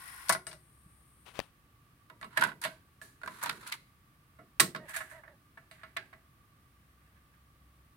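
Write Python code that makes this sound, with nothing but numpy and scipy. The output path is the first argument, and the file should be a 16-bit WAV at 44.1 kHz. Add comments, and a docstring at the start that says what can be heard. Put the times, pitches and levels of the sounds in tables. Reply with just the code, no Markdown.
"""A cassette deck rewinds to the end of the tape and its transport stops with a clunk; the eject lever is worked,
the cassette is lifted out, the door snaps shut, the motor cycles briefly and a small button is pressed.
Blows are filtered noise bursts with ringing modes, slides are noise broken into stick-slip catches, the
motor is a set of sine orders, and the reels are coloured noise with a hub rattle. A finger brushes the left
microphone, a hand rustles and bumps. All is heard close up in a quiet, dry room with a low hum."""
import sys
import numpy as np
from scipy import signal
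from scipy.fft import rfft, irfft
from scipy.io import wavfile
from scipy.ndimage import uniform_filter1d

SR = 44100
rng = np.random.default_rng(int(sys.argv[2]) if len(sys.argv) > 2 else 0)


def generate_wav(signal):
    """Clip the signal to [-1, 1] and save it as 16-bit WAV at the path in sys.argv[1]."""
    frames = np.transpose(np.atleast_2d(signal))
    scaled = np.clip(frames, -1, 1) * 32767
    pcm = np.round(scaled).astype(np.int16)
    wavfile.write(sys.argv[1], SR, pcm)


N = 351036
TIME = np.arange(N) / SR  # s

THUD_EVENNESS = 0.37  # dB of relative thud gained per dB that a blow is weaker
RISE_DOUBLING_DB = 13  # loss of crack that doubles the rise time
# The five tables of blows share their columns; levels are before the trims of each part:
# [start_s, level_db, crack_db re level, tick_db re level, favoured_hz, clatter_decay_ms]
# Transport coming to a stop [start_s, level_db, crack_db, tick_db, favoured_hz, clatter_decay_ms]
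TRANSPORT_STOPS = [(0.285, -43, -2, 0, 1080, 3.7), (0.292, -22.5, -12, 1, 1090, 13.5),
                   (0.296, -7.5, -27.5, -34, 1033, 3.3), (0.324, -22.5, -15, -4.5, 9800, 9.3),
                   (0.349, -21.5, -25, -35, 1440, 4.3), (0.468, -31.5, -19, -6, 8750, 1.1),
                   (0.511, -41, -11.5, -28, 2400, 15), (0.529, -38.5, -18, -14.5, 590, 1.05)]
# Lever, latch and opening door [start_s, level_db, crack_db, tick_db, favoured_hz, clatter_decay_ms]
EJECT_KNOCKS = [(2.099, -42.5, -16.5, -22.5, 970, 4.1), (2.212, -39.5, -19, -16, 2000, 1.7),
                (2.227, -35, -12.5, -32, 1090, 5.1), (2.243, -40, -13.5, -17, 1090, 2.5),
                (2.373, -17, -15.5, -18, 1770, 6.4), (2.395, -36, -7, -14, 1540, 4),
                (2.41, -26.5, -11, -10.5, 1440, 7.1), (2.419, -14.5, -20.5, -27, 1510, 17),
                (2.435, -20, -14.5, -13.5, 1500, 12), (2.445, -24, -18, -40, 1485, 9.6),
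                (2.47, -40, -30, -10, 1000, 8.6), (2.516, -36, -20, -32, 1460, 7),
                (2.615, -46, -11, 3.5, 1550, 5), (2.638, -32.5, 0, -3, 1840, 15.4),
                (2.649, -24.5, -13, -17.5, 1600, 1.4), (2.657, -27.5, -20, -26, 630, 4.6)]
# Cassette against its holder [start_s, level_db, crack_db, tick_db, favoured_hz, clatter_decay_ms]
CASSETTE_KNOCKS = [(3.015, -35.5, -19.5, -21.5, 1714, 0.74), (3.215, -41.5, -23, -31, 1420, 4.2),
                   (3.233, -29.5, -25.5, -35, 1500, 2.4), (3.26, -33, -26, -27, 1560, 5.5),
                   (3.275, -26, -22.5, -31.5, 1010, 4.3), (3.426, -25.5, -26, -14, 975, 15),
                   (3.459, -23.5, -17, -24.5, 945, 11), (3.493, -22.5, -10, -21.5, 1440, 7.8),
                   (3.51, -36, -14, -22, 1850, 4.7), (3.628, -41, -16.5, -36, 1340, 18),
                   (3.667, -43, -5, -4.5, 1380, 34), (3.723, -42.5, 9, -3, 2090, 7.8)]
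# Door snapping shut [start_s, level_db, crack_db, tick_db, favoured_hz, clatter_decay_ms]
DOOR_SNAPS = [(4.388, -44, -31, -37, 702, 1.7), (4.598, -18, -3.5, -3.5, 8470, 2.2),
              (4.603, -16.5, -3.5, -5, 1830, 3.1), (4.606, -22, -6, -14.5, 1086, 4),
              (4.748, -30, -17, -29, 1560, 3.2), (4.76, -34.5, -9.5, -24.5, 1050, 4.4)]
# Small clicks at the panel [start_s, level_db, crack_db, tick_db, favoured_hz, clatter_decay_ms]
PANEL_CLICKS = [(4.893, -40, -27, -5, 1520, 6.2), (4.962, -29, -13.5, -3.5, 1620, 14),
                (5.005, -29.5, -23, -36, 1680, 9), (5.112, -41.5, -34, -24, 1760, 13),
                (5.234, -44.5, -34, -30, 1090, 15), (5.277, -42.5, -27, -36, 1840, 11),
                (5.573, -39, -26, -29, 1697, 5.6), (5.712, -44.5, -10, -10, 664, 1.6),
                (5.833, -35.5, -20.5, -27.5, 1424, 3.7), (5.965, -26.5, -10.5, -18, 1620, 11.8),
                (6.128, -42, -22, -27, 660, 7.4)]

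# Spectrum of the struck transport [frequency_hz, level_db]
TRANSPORT_COLOUR = [(53, -52.5), (90, -27.5), (155, 2), (229, -21), (488, -14.5), (633, -1), (821, -8),
                    (1070, -3), (1210, -18), (1440, -1.5), (2650, -22), (5650, -15), (7170, -22.5),
                    (8910, -13), (16000, -29)]
# Spectrum of the eject mechanism [frequency_hz, level_db]
EJECT_COLOUR = [(71, -47), (120, -18.5), (173, -15), (348, -25), (503, -21), (617, -12), (822, -10.5),
                (968, 3.5), (1190, -10), (1490, -1), (2480, -16), (4140, -21), (5870, -31.5), (10600, -25),
                (16000, -41)]
# Spectrum of the cassette and holder [frequency_hz, level_db]
CASSETTE_COLOUR = [(53, -45), (90, -6), (229, -4.5), (360, -8), (633, -2.5), (804, -5.5), (935, 4.5),
                   (1190, 3.5), (1470, 1), (1680, 1.5), (3150, -11.5), (4080, -7.5), (5070, -13.5),
                   (10100, -6), (16000, -19)]
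# Spectrum of the door [frequency_hz, level_db]
DOOR_COLOUR = [(120,-12),(157,0.5),(260,-8),(500,-8.5),(643,-7.5),(730,-6),(1000,-5),(1750,-1),(2500,-14.5),(4200,-14),(6500,-18),(8300,-15.5),(13000,-20),(16000,-24.5)]
# Spectrum of the front panel [frequency_hz, level_db]
PANEL_COLOUR = [(53, -49), (90, -15), (172, -22), (521, -25.5), (620, -10), (858, -5.5), (956, -5.5),
                (1380, -6.5), (1680, 4), (3010, -13.5), (4650, -17), (5070, -20.5), (8910, -9),
                (14000, -16), (16000, -27)]
# Stereo balance of the transport [frequency_hz, left_minus_right_db]
TRANSPORT_BALANCE = [(150,-1.5),(1000,0),(1500,-2),(2200,6.5),(3500,5.5),(6000,8),(9000,13),(14000,7.5)]
# Stereo balance of the door and panel [frequency_hz, left_minus_right_db]
DOOR_BALANCE = [(150,-0.5),(700,-1.5),(1000,-3.5),(1500,-8.5),(2200,-3.5),(4000,-3.5),(9000,-0.5),(14000,-2.5)]
# Stereo balance of the cassette [frequency_hz, left_minus_right_db]
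CASSETTE_BALANCE = [(150,-4),(1000,0),(1500,-11),(2200,2.5),(3500,-4),(9000,1),(14000,0)]
# Modes of the front and chassis [frequency_hz, level_db, t60_s]
CHASSIS_MODES = [(157,-10.5,0.66),(252,-14.5,0.22),(356,-9.5,0.64),(647,-1.5,.19),(920,-15,0.064),(1097.4,1,0.081),(1320,-4.5,0.15),(1430,-4,0.083),(1449,-7,0.12),(1707,2,0.062),(1980,-4.5,0.18),(2212,-5.5,0.17),(2833,-6.5,.15),(3590,-12,.1),(3770,-4,0.11),(4090,-8,0.14),(4000,-12,0.057),(4707,-13.5,0.089),(8160,-3,0.065),(8160,1,0.042),(9120,-11,0.12),(9800,-5.5,0.04)]

# Spectrum of the spinning reels [frequency_hz, level_db]
REEL_COLOUR = [(180, -58.5), (300, -31), (385, -15), (528, -29), (624, -19.5), (978, -10), (1080, 0),
               (1250, -12.5), (1460, -5), (1870, -4), (2570, -11.5), (5520, -17), (6620, -23.5),
               (9880, -13), (16000, -19.5)]
# Resonances of the reels and shell [frequency_hz, width_hz, level_db]
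SHELL_RESONANCES = [(1075,90,-8.5),(1450,51,-10.5),(1930,120,-12),(5170,250,-18),(9680,130,-15)]
# Brief swish of the tape [start_s, length_s, level_db]
SWISHES = [(.07, 0.013, -58)]
REEL_DB, REEL_STOP_S, SPIN_DOWN_S = -52, .31, .035
# Resonances of the motor drive's whine [frequency_hz, width_hz, level_db]
WHINE_RESONANCES = [(8730,330,-2.5),(9020,110,-6),(10500,740,-4.5),(11000,450,-9.5)]
WHINE_DB, WHINE_OFF_S, WHINE_RELEASE_S = -74, 1.45, .025

# Latch and door sliding; levels before trims [start_s, length_s, body_db, treble_db]
LATCH_STROKES = [(2.305, 0.061, -56, -72), (2.362, 0.13, -42.5, -63), (2.618, 0.033, -43.5, -52)]
# Pulls on the cassette; levels before trims [start_s, length_s, body_db, treble_db]
CASSETTE_PULLS = [(3.275, 0.38, -49.5, -54), (3.41, 0.072, -34.5, -46), (3.658, .04, -41, -56),
                  (3.716, 0.016, -36, -40)]
# Rasp of the gears; levels before trims [start_s, length_s, body_db, treble_db]
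GEAR_STROKES = [(4.78, .41, -58.5, -70), (4.88, 0.032, -49.5, -54), (4.932, 0.054, -39.5, -46.5),
                (5.095, .025, -69, -59.5)]
# Hand on the panel; levels before trims [start_s, length_s, body_db, treble_db]
RUSTLE_STROKES = [(5.74, 0.066, -52.5, -68), (6.7, 0.48, -68, -92), (7.32, 0.022, -64, -85)]
# Motor pushes; level before a trim [start_s, top_pitch_hz, level_db]
MOTOR_PUSHES = [(4.769, 309, -50.5), (4.94, 308, -66), (5.111, 315.5, -50), (5.248, 304.7, -57.5)]
PUSH_S, PUSH_SAG = .115, .05  # length of a push; share of the speed missing at zero effort

# Finger rubs on the left microphone [start_s, length_s, level_db]
FINGER_RUBS = [(1.252, 0.037, -52.5), (1.338, 0.056, -50), (1.412, 0.044, -71)]
# Spectrum of rubbing skin [frequency_hz, level_db]
SKIN_COLOUR = [(150,-11),(500,0),(1000,1),(1900,-4.5),(2900,-3),(5000,-13.5),(8000,-20),(16000,-25)]
# Pops at the microphone port [start_s, pitch_hz, level_db, decay_ms, crack_db]
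PORT_POPS = [(1.3913,590,-17,1.86,-20),(1.401,1820,-21,1.17,-19),(1.412,197,-33,1.6,-47)]
# Spectrum of the room air [frequency_hz, level_db]
AIR_COLOUR = [(15, -46.5), (25, -14), (59, -1.5), (92, -3), (123, 0), (217, -11), (309, -12), (405, -20.5),
              (1020, -24.5), (1160, -23.5), (1520, -22), (1740, -22), (7110, -37.5), (8830, -32),
              (16000, -33)]
# Spells of low hum; level before a trim [start_s, length_s, level_db]
HUM_SPELLS = [(0, 1.35, -68.5), (4.45, 0.72, -75), (6.72, 1.1, -65)]
AIR_DB, HUM_HZ = -65, 64.6
TOP_HZ = 16000  # upper band limit


def undb(db):
    """Decibel law: amplitude gain is ten to the power of level over twenty."""
    return 10 ** (np.asarray(db) / 20)


def rms(x):
    """Root mean square of a sound."""
    return np.sqrt(np.mean(x ** 2))


def unit(x):
    """Normalisation: the centre of a stereo sound is scaled to rms 1."""
    return x / rms(x.mean(0))


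def on_log(points, hz):
    """Interpolation of (Hz, value) points along a logarithmic frequency axis."""
    f, value = np.transpose(points)
    return np.interp(np.log(hz + 1), np.log(f), value)


def bins(x):
    """Discrete spectrum: the frequencies in Hz of a sound's Fourier bins."""
    return np.fft.rfftfreq(x.shape[-1], 1 / SR)


def spread(hz, corner_hz=1050):
    """Spatial coherence: long waves reach both microphones alike, short ones do not."""
    return np.minimum(0.15 + 0.63 * (hz / corner_hz) ** 2, 1)


def noise(size):
    """Partial coherence: stereo noise, alike in the bass and increasingly unrelated upward."""
    mid, side = rfft(rng.standard_normal((2, size)))
    side_share = spread(np.fft.rfftfreq(size, 1 / SR))
    return irfft(mid + np.array([[1], [-1]]) * side * side_share, size)


def colour(x, points, sides=((100, 0), (10000, 0))):
    """Linear filtering: a spectrum and a left-right level difference are imposed on a stereo sound."""
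    hz = bins(x)
    db = on_log(points, hz) + np.array([[.5], [-.5]]) * on_log(sides, hz)
    return irfft(rfft(x) * undb(db), x.shape[1])


def band(x, lo_hz, hi_hz):
    """Band-pass filtering: one register of a sound is kept."""
    edges = [lo_hz, min(hi_hz, .45 * SR)]
    return signal.sosfilt(signal.butter(4, edges, "band", fs=SR, output="sos"), x)


def resonate(x, resonances):
    """Superposition of resonators (Hz, width Hz, dB) driven by one sound."""
    total = 0
    for hz, width_hz, db in resonances:
        b, a = signal.iirpeak(hz, hz / width_hz, SR)
        total = total + undb(db) * unit(signal.lfilter(b, a, x))
    return total


def grains(rate, scatter_db):
    """Stick-slip: random catches (rate per second) of uneven size die within milliseconds above a floor."""
    size_db = scatter_db * np.minimum(rng.exponential(size=N), 4)
    catches = (rng.random(N) < rate / SR) * undb(size_db)
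    power = signal.lfilter([1], [1, -np.exp(-1 / (0.0045 * SR))], catches ** 2)
    return np.sqrt(power / power.mean() + 0.17)


def until(stop_s, release_s):
    """Exponential decay: full gain up to a moment, then a release."""
    return np.exp(-np.clip((TIME - stop_s) / release_s, 0, 40))


def strokes(rows, swell, release_s, order=2):
    """Envelope of movements: each swells over a share of its length, holds and dies away; order picks the dB."""
    gain = 0
    for row in rows:
        start_s, length_s = row[:2]
        rise = np.clip((TIME - start_s) / (swell * length_s), 0, 1)
        gain = gain + undb(row[order]) * rise * until(start_s + length_s, release_s)
    return gain


def room(hum_trim_db=-2, sing_db=-77):
    """Background superposition: broadband air, a sine hum and the narrow-band sing of idling machinery."""
    air = unit(colour(noise(N), AIR_COLOUR)) * undb(AIR_DB)
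    narrow = [(1157, 110, 0)]
    sing = resonate(resonate(noise(N), narrow), narrow) * undb(sing_db + np.array([[-5], [3]]))
    tone = np.sqrt(2) * np.sin(2 * np.pi * HUM_HZ * TIME)  # rms 1
    hum = tone * strokes(HUM_SPELLS, swell=0.086, release_s=0.085) * undb(hum_trim_db)
    return air + sing + hum


def soft_bump(start_s=.859, hz=165, db=-50, decay_s=0.0039):
    """Critically damped envelope on a low sine: a dull bump of the hand that holds the microphone."""
    since = np.maximum(TIME - start_s, 0)
    envelope = since / decay_s * np.exp(1 - since / decay_s)
    return undb(db) * envelope * np.sin(2 * np.pi * hz * since)


def finger_on_microphone(right_db=-21):
    """Near-field friction: skin rubs over the left port, and damped tones pop as it seals and lets go."""
    rub = unit(colour(noise(N) * grains(1180, 2.5), SKIN_COLOUR))[0]
    touch = rub * strokes(FINGER_RUBS, swell=0.35, release_s=0.033)
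    t = np.arange(1024) / SR
    for start_s, hz, db, decay_ms, crack_db in PORT_POPS:
        crack = unit(colour(noise(len(t)), SKIN_COLOUR)).mean(0)
        pop = undb(db) * np.sin(2 * np.pi * hz * t) + undb(crack_db) * crack
        start = int(start_s * SR)
        touch[start:start + len(t)] += pop * np.exp(-t * 1000 / decay_ms)
    return touch * undb([[0], [right_db]])


def scrape(rows, spectrum, sides, rate, scatter_db, body_db, treble_db, swell, release_s):
    """Stick-slip friction: catches excite a plastic part, with separate body and treble envelopes."""
    rough = colour(noise(N) * grains(rate, scatter_db), spectrum, sides)
    body = unit(band(rough, 804, 4070)) * strokes(rows, swell, release_s)
    treble = unit(band(rough, 4200, 20000)) * strokes(rows, swell, release_s, order=3)
    return body * undb(body_db) + treble * undb(treble_db)


def hand_rustle():
    """Dry friction: a hand rustles faintly on the panel."""
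    return scrape(RUSTLE_STROKES, PANEL_COLOUR, CASSETTE_BALANCE, rate=410, scatter_db=5.0,
                  body_db=-10, treble_db=-14.0, swell=0.94, release_s=0.024)


def drive_whine():
    """Narrow-band resonance: a thin whine lingers for about a second after the reels stop."""
    whine = unit(band(resonate(noise(N), WHINE_RESONANCES), 8100, 11800))
    return whine * np.array([[1.7], [.3]]) * undb(WHINE_DB) * until(WHINE_OFF_S, WHINE_RELEASE_S)


def gear_rasp():
    """Repeated contact: very dense catches make the rasp of the cycling gears."""
    return scrape(GEAR_STROKES, PANEL_COLOUR, DOOR_BALANCE, rate=3500, scatter_db=4.0,
                  body_db=-4, treble_db=-6, swell=0.21, release_s=0.023)


def motor(wobble=.9, flicker_db=2.0, slip_rad=.4, trim_db=-4):
    """Rotational orders: multiples of a pitch that rises and sags, roughened by the meshing gears."""
    starts, top_hz, db = np.transpose(MOTOR_PUSHES)
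    push = np.maximum(np.searchsorted(starts, TIME) - 1, 0)
    # each push is one arch of effort, which sets both speed and loudness
    effort = np.sin(np.pi * np.clip((TIME - starts[push]) / PUSH_S, 0, 1))
    unsteady = 1 + wobble * uniform_filter1d(rng.standard_normal(N), size=400)
    speed_hz = top_hz[push] * (1 - PUSH_SAG * (1 - effort)) * unsteady
    phase = 2 * np.pi * np.cumsum(speed_hz) / SR
    knots = np.arange(0, N / SR, .008)
    # (order, left dB, right dB)
    orders = [(2, -1.0, 2.5), (3, -5.5, -10), (4, -24, -7), (5, -22, -29), (6, -11, 0)]
    tone = 0
    for k, left_db, right_db in orders:
        flicker, slip = (np.interp(TIME, knots, row) for row in rng.standard_normal((2, len(knots))))
        gain = undb(np.array([[left_db], [right_db]]) + flicker_db * flicker)
        tone = tone + gain * np.sin(k * phase + slip_rad * np.sqrt(k) * slip)
    return tone * effort * undb(db[push] + trim_db)


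def reels(turn_hz=49, flutter=0.94):
    """Flow noise and modulation: tape rushes through the shell; the emptying hub rattles once a turn."""
    unsteady = 1 + 4 * uniform_filter1d(rng.standard_normal(N), size=2000)
    turns = np.cumsum(turn_hz * unsteady) / SR
    rush = noise(N) * grains(2500, 0.78)
    shell = unit(colour(rush, REEL_COLOUR)) + resonate(rush, SHELL_RESONANCES)
    once_a_turn = (.5 + .5 * np.cos(2 * np.pi * turns)) ** 2
    hub = flutter * unit(band(noise(N), 8500, 12000)) * once_a_turn
    tilt = [(200, -7.0), (700, 3.0), (16000, -0.5)]
    sound = unit(colour(shell + hub, tilt, TRANSPORT_BALANCE))
    # steady until the tape ends, then a spin-down
    running = undb(REEL_DB) * until(REEL_STOP_S, SPIN_DOWN_S)
    return sound * (running + strokes(SWISHES, swell=.6, release_s=0.016))


def mode_waves(t):
    """Modal decay: complex ringing waves whose phase wanders slowly, so each mode rings in a narrow band."""
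    hz, _, t60_s = np.transpose(CHASSIS_MODES)
    step = np.sqrt(2 * np.pi * .014 * hz[:, None] / SR)
    blur = np.cumsum(rng.standard_normal((len(hz), len(t))), axis=1) * step
    blur = uniform_filter1d(blur, size=128, axis=1)
    fade_out = np.minimum(10 * (1 - t / t[-1]), 1)
    return np.exp(np.outer(2j * np.pi * hz - np.log(1000) / t60_s, t) + 1j * blur) * fade_out


def deck_ring(waves, weight_db, sides):
    """Modal superposition: each blow meets the modes with other strengths and from another direction."""
    hz, db, _ = np.transpose(CHASSIS_MODES)
    strength, lag = rng.standard_normal((2, len(hz)))
    ears = np.array([[.5], [-.5]])
    level_db = db + weight_db + 2.5 * strength + ears * on_log(sides, hz)
    gains = undb(level_db) * np.exp(1.4j * ears * lag * spread(hz))
    # the load on the parts shifts their pitch a little from blow to blow
    shift_hz = 9 * rng.standard_normal()
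    return np.imag(gains @ waves * np.exp(2j * np.pi * shift_hz * TIME[:waves.shape[1]]))


def blows(rows, spectrum, sides, body_db, ring_db, tail_db, tail_s, thud_db, thud_s, crack_db, tick_db,
          tick_share, favour_db, hard_rise_ms, contact_db=3):
    """Impact excitation: plastic clatter, sharp tick, slow chassis thud, ringing modes and a short room tail."""
    size = 16384
    t, out = np.arange(size) / SR, np.zeros((2, N + size))
    early = t < .015
    mode_hz = np.transpose(CHASSIS_MODES)[0]
    waves = mode_waves(t)
    tail = undb(tail_db) * np.exp(-t / tail_s) * (1 - np.exp(-t / 0.0026))
    # bass builds up slowly in the chassis
    bloom = (1 - np.exp(-t / 0.0081)) * np.exp(-t / thud_s)
    for start_s, db, crack, tick, favoured_hz, clatter_ms in rows:
        thud = -THUD_EVENNESS * db
        rise_ms = hard_rise_ms * 2 ** (-crack / RISE_DOUBLING_DB)

        def favour(hz):
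            """Point excitation: the spot that is struck favours resonances near one frequency."""
            return favour_db * np.exp(-(np.log2((hz + 1) / favoured_hz) / .09) ** 2)

        coloured = colour(noise(size), spectrum, sides)
        dense = irfft(rfft(coloured) * undb(favour(bins(t))))
        ring = undb(ring_db - 10.5) * unit(deck_ring(waves, favour(mode_hz), sides))
        attack = 1 - np.exp(-t * 1000 / max(rise_ms, .05))
        # loose parts touch many times, each contact with its own strength
        contacts = np.interp(t, t[::64], rng.standard_normal(size // 64))
        clatter = np.exp(-t * 1000 / max(clatter_ms, 1)) * undb(contact_db * contacts)
        # (low edge Hz, high edge Hz, envelope, dB); tick_share scales the decay time of the top register
        registers = [(92, 431, bloom, thud + thud_db),
                     (570, 2200, clatter + tail, body_db),
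                     (2310, 5000, clatter + tail, crack + crack_db),
                     (5300, 16000, clatter ** (1 / tick_share) + tail, tick + tick_db)]
        start = int(start_s * SR)
        for lo_hz, hi_hz, envelope, register_db in registers:
            burst = unit(band(dense, lo_hz, hi_hz)) * envelope
            part = attack * (burst + band(ring, lo_hz, hi_hz))
            out[:, start:start + size] += undb(db + register_db) * part / rms(part.mean(0)[early])
    return out[:, :N]


def small_clicks():
    """Light impact: small clicks of the cycling transport and button excite the panel."""
    return blows(PANEL_CLICKS, PANEL_COLOUR, DOOR_BALANCE, body_db=-12.5, ring_db=-4.5, tail_db=-15.0,
                 tail_s=0.049, hard_rise_ms=0.36, thud_db=-47, thud_s=0.064, crack_db=-5, tick_db=-9.0,
                 tick_share=0.33, favour_db=6.5)


def door():
    """Impact at a hinged panel: the door snaps shut, with strongly favoured resonances."""
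    return blows(DOOR_SNAPS, DOOR_COLOUR, DOOR_BALANCE, body_db=-12, ring_db=-6.5, tail_db=-15.0,
                 tail_s=.028, hard_rise_ms=.45, thud_db=-32, thud_s=0.042, crack_db=-7, tick_db=-2.5,
                 tick_share=1.0, favour_db=18.0)


def cassette():
    """Impact and friction: the cassette knocks as pulls slide it out of its holder."""
    knocks = blows(CASSETTE_KNOCKS, CASSETTE_COLOUR, CASSETTE_BALANCE, body_db=-13.5, ring_db=-18.5,
                   tail_db=-25.0, tail_s=0.062, hard_rise_ms=0.47, thud_db=-46, thud_s=0.076,
                   crack_db=-5.5, tick_db=-2.0, tick_share=0.38, favour_db=14.0)
    slide = scrape(CASSETTE_PULLS, CASSETTE_COLOUR, CASSETTE_BALANCE, rate=320, scatter_db=3.0,
                   body_db=-10.5, treble_db=-12, swell=0.14, release_s=0.02)
    return knocks + slide


def eject():
    """Impact and friction: lever, latch and opening door knock while latch and door slide."""
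    knocks = blows(EJECT_KNOCKS, EJECT_COLOUR, DOOR_BALANCE, body_db=-12.0, ring_db=-11.5, tail_db=-24,
                   tail_s=0.043, hard_rise_ms=0.64, thud_db=-42.0, thud_s=.05, crack_db=-6.5, tick_db=-7,
                   tick_share=0.46, favour_db=10.0)
    slide = scrape(LATCH_STROKES, EJECT_COLOUR, DOOR_BALANCE, rate=440, scatter_db=-7.0,
                   body_db=-3, treble_db=-1, swell=0.078, release_s=0.018)
    return knocks + slide


def transport():
    """Impact of a stopping mechanism: the transport halts with a clunk."""
    return blows(TRANSPORT_STOPS, TRANSPORT_COLOUR, TRANSPORT_BALANCE, body_db=-16.0, ring_db=-14.0,
                 tail_db=-21, tail_s=0.032, hard_rise_ms=.35, thud_db=-40, thud_s=0.026, crack_db=-4,
                 tick_db=-6.5, tick_share=0.74, favour_db=8.5)


def scene():
    """Superposition of the room, the hand and the deck's moving parts."""
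    hand = soft_bump() + finger_on_microphone() + hand_rustle()
    drive = drive_whine() + gear_rasp() + motor() + reels()
    handling = small_clicks() + door() + cassette() + eject()
    return room() + hand + drive + handling + transport()


def record(dry, low_cut_hz=34):
    """Band limiting: the deep bass is thinned and the top of the treble is cut."""
    thin = signal.sosfilt(signal.butter(2, low_cut_hz, "high", fs=SR, output="sos"), dry)
    return signal.sosfilt(signal.ellip(10, .2, 75, TOP_HZ, fs=SR, output="sos"), thin)


dry = scene()
out = record(dry)
generate_wav(out)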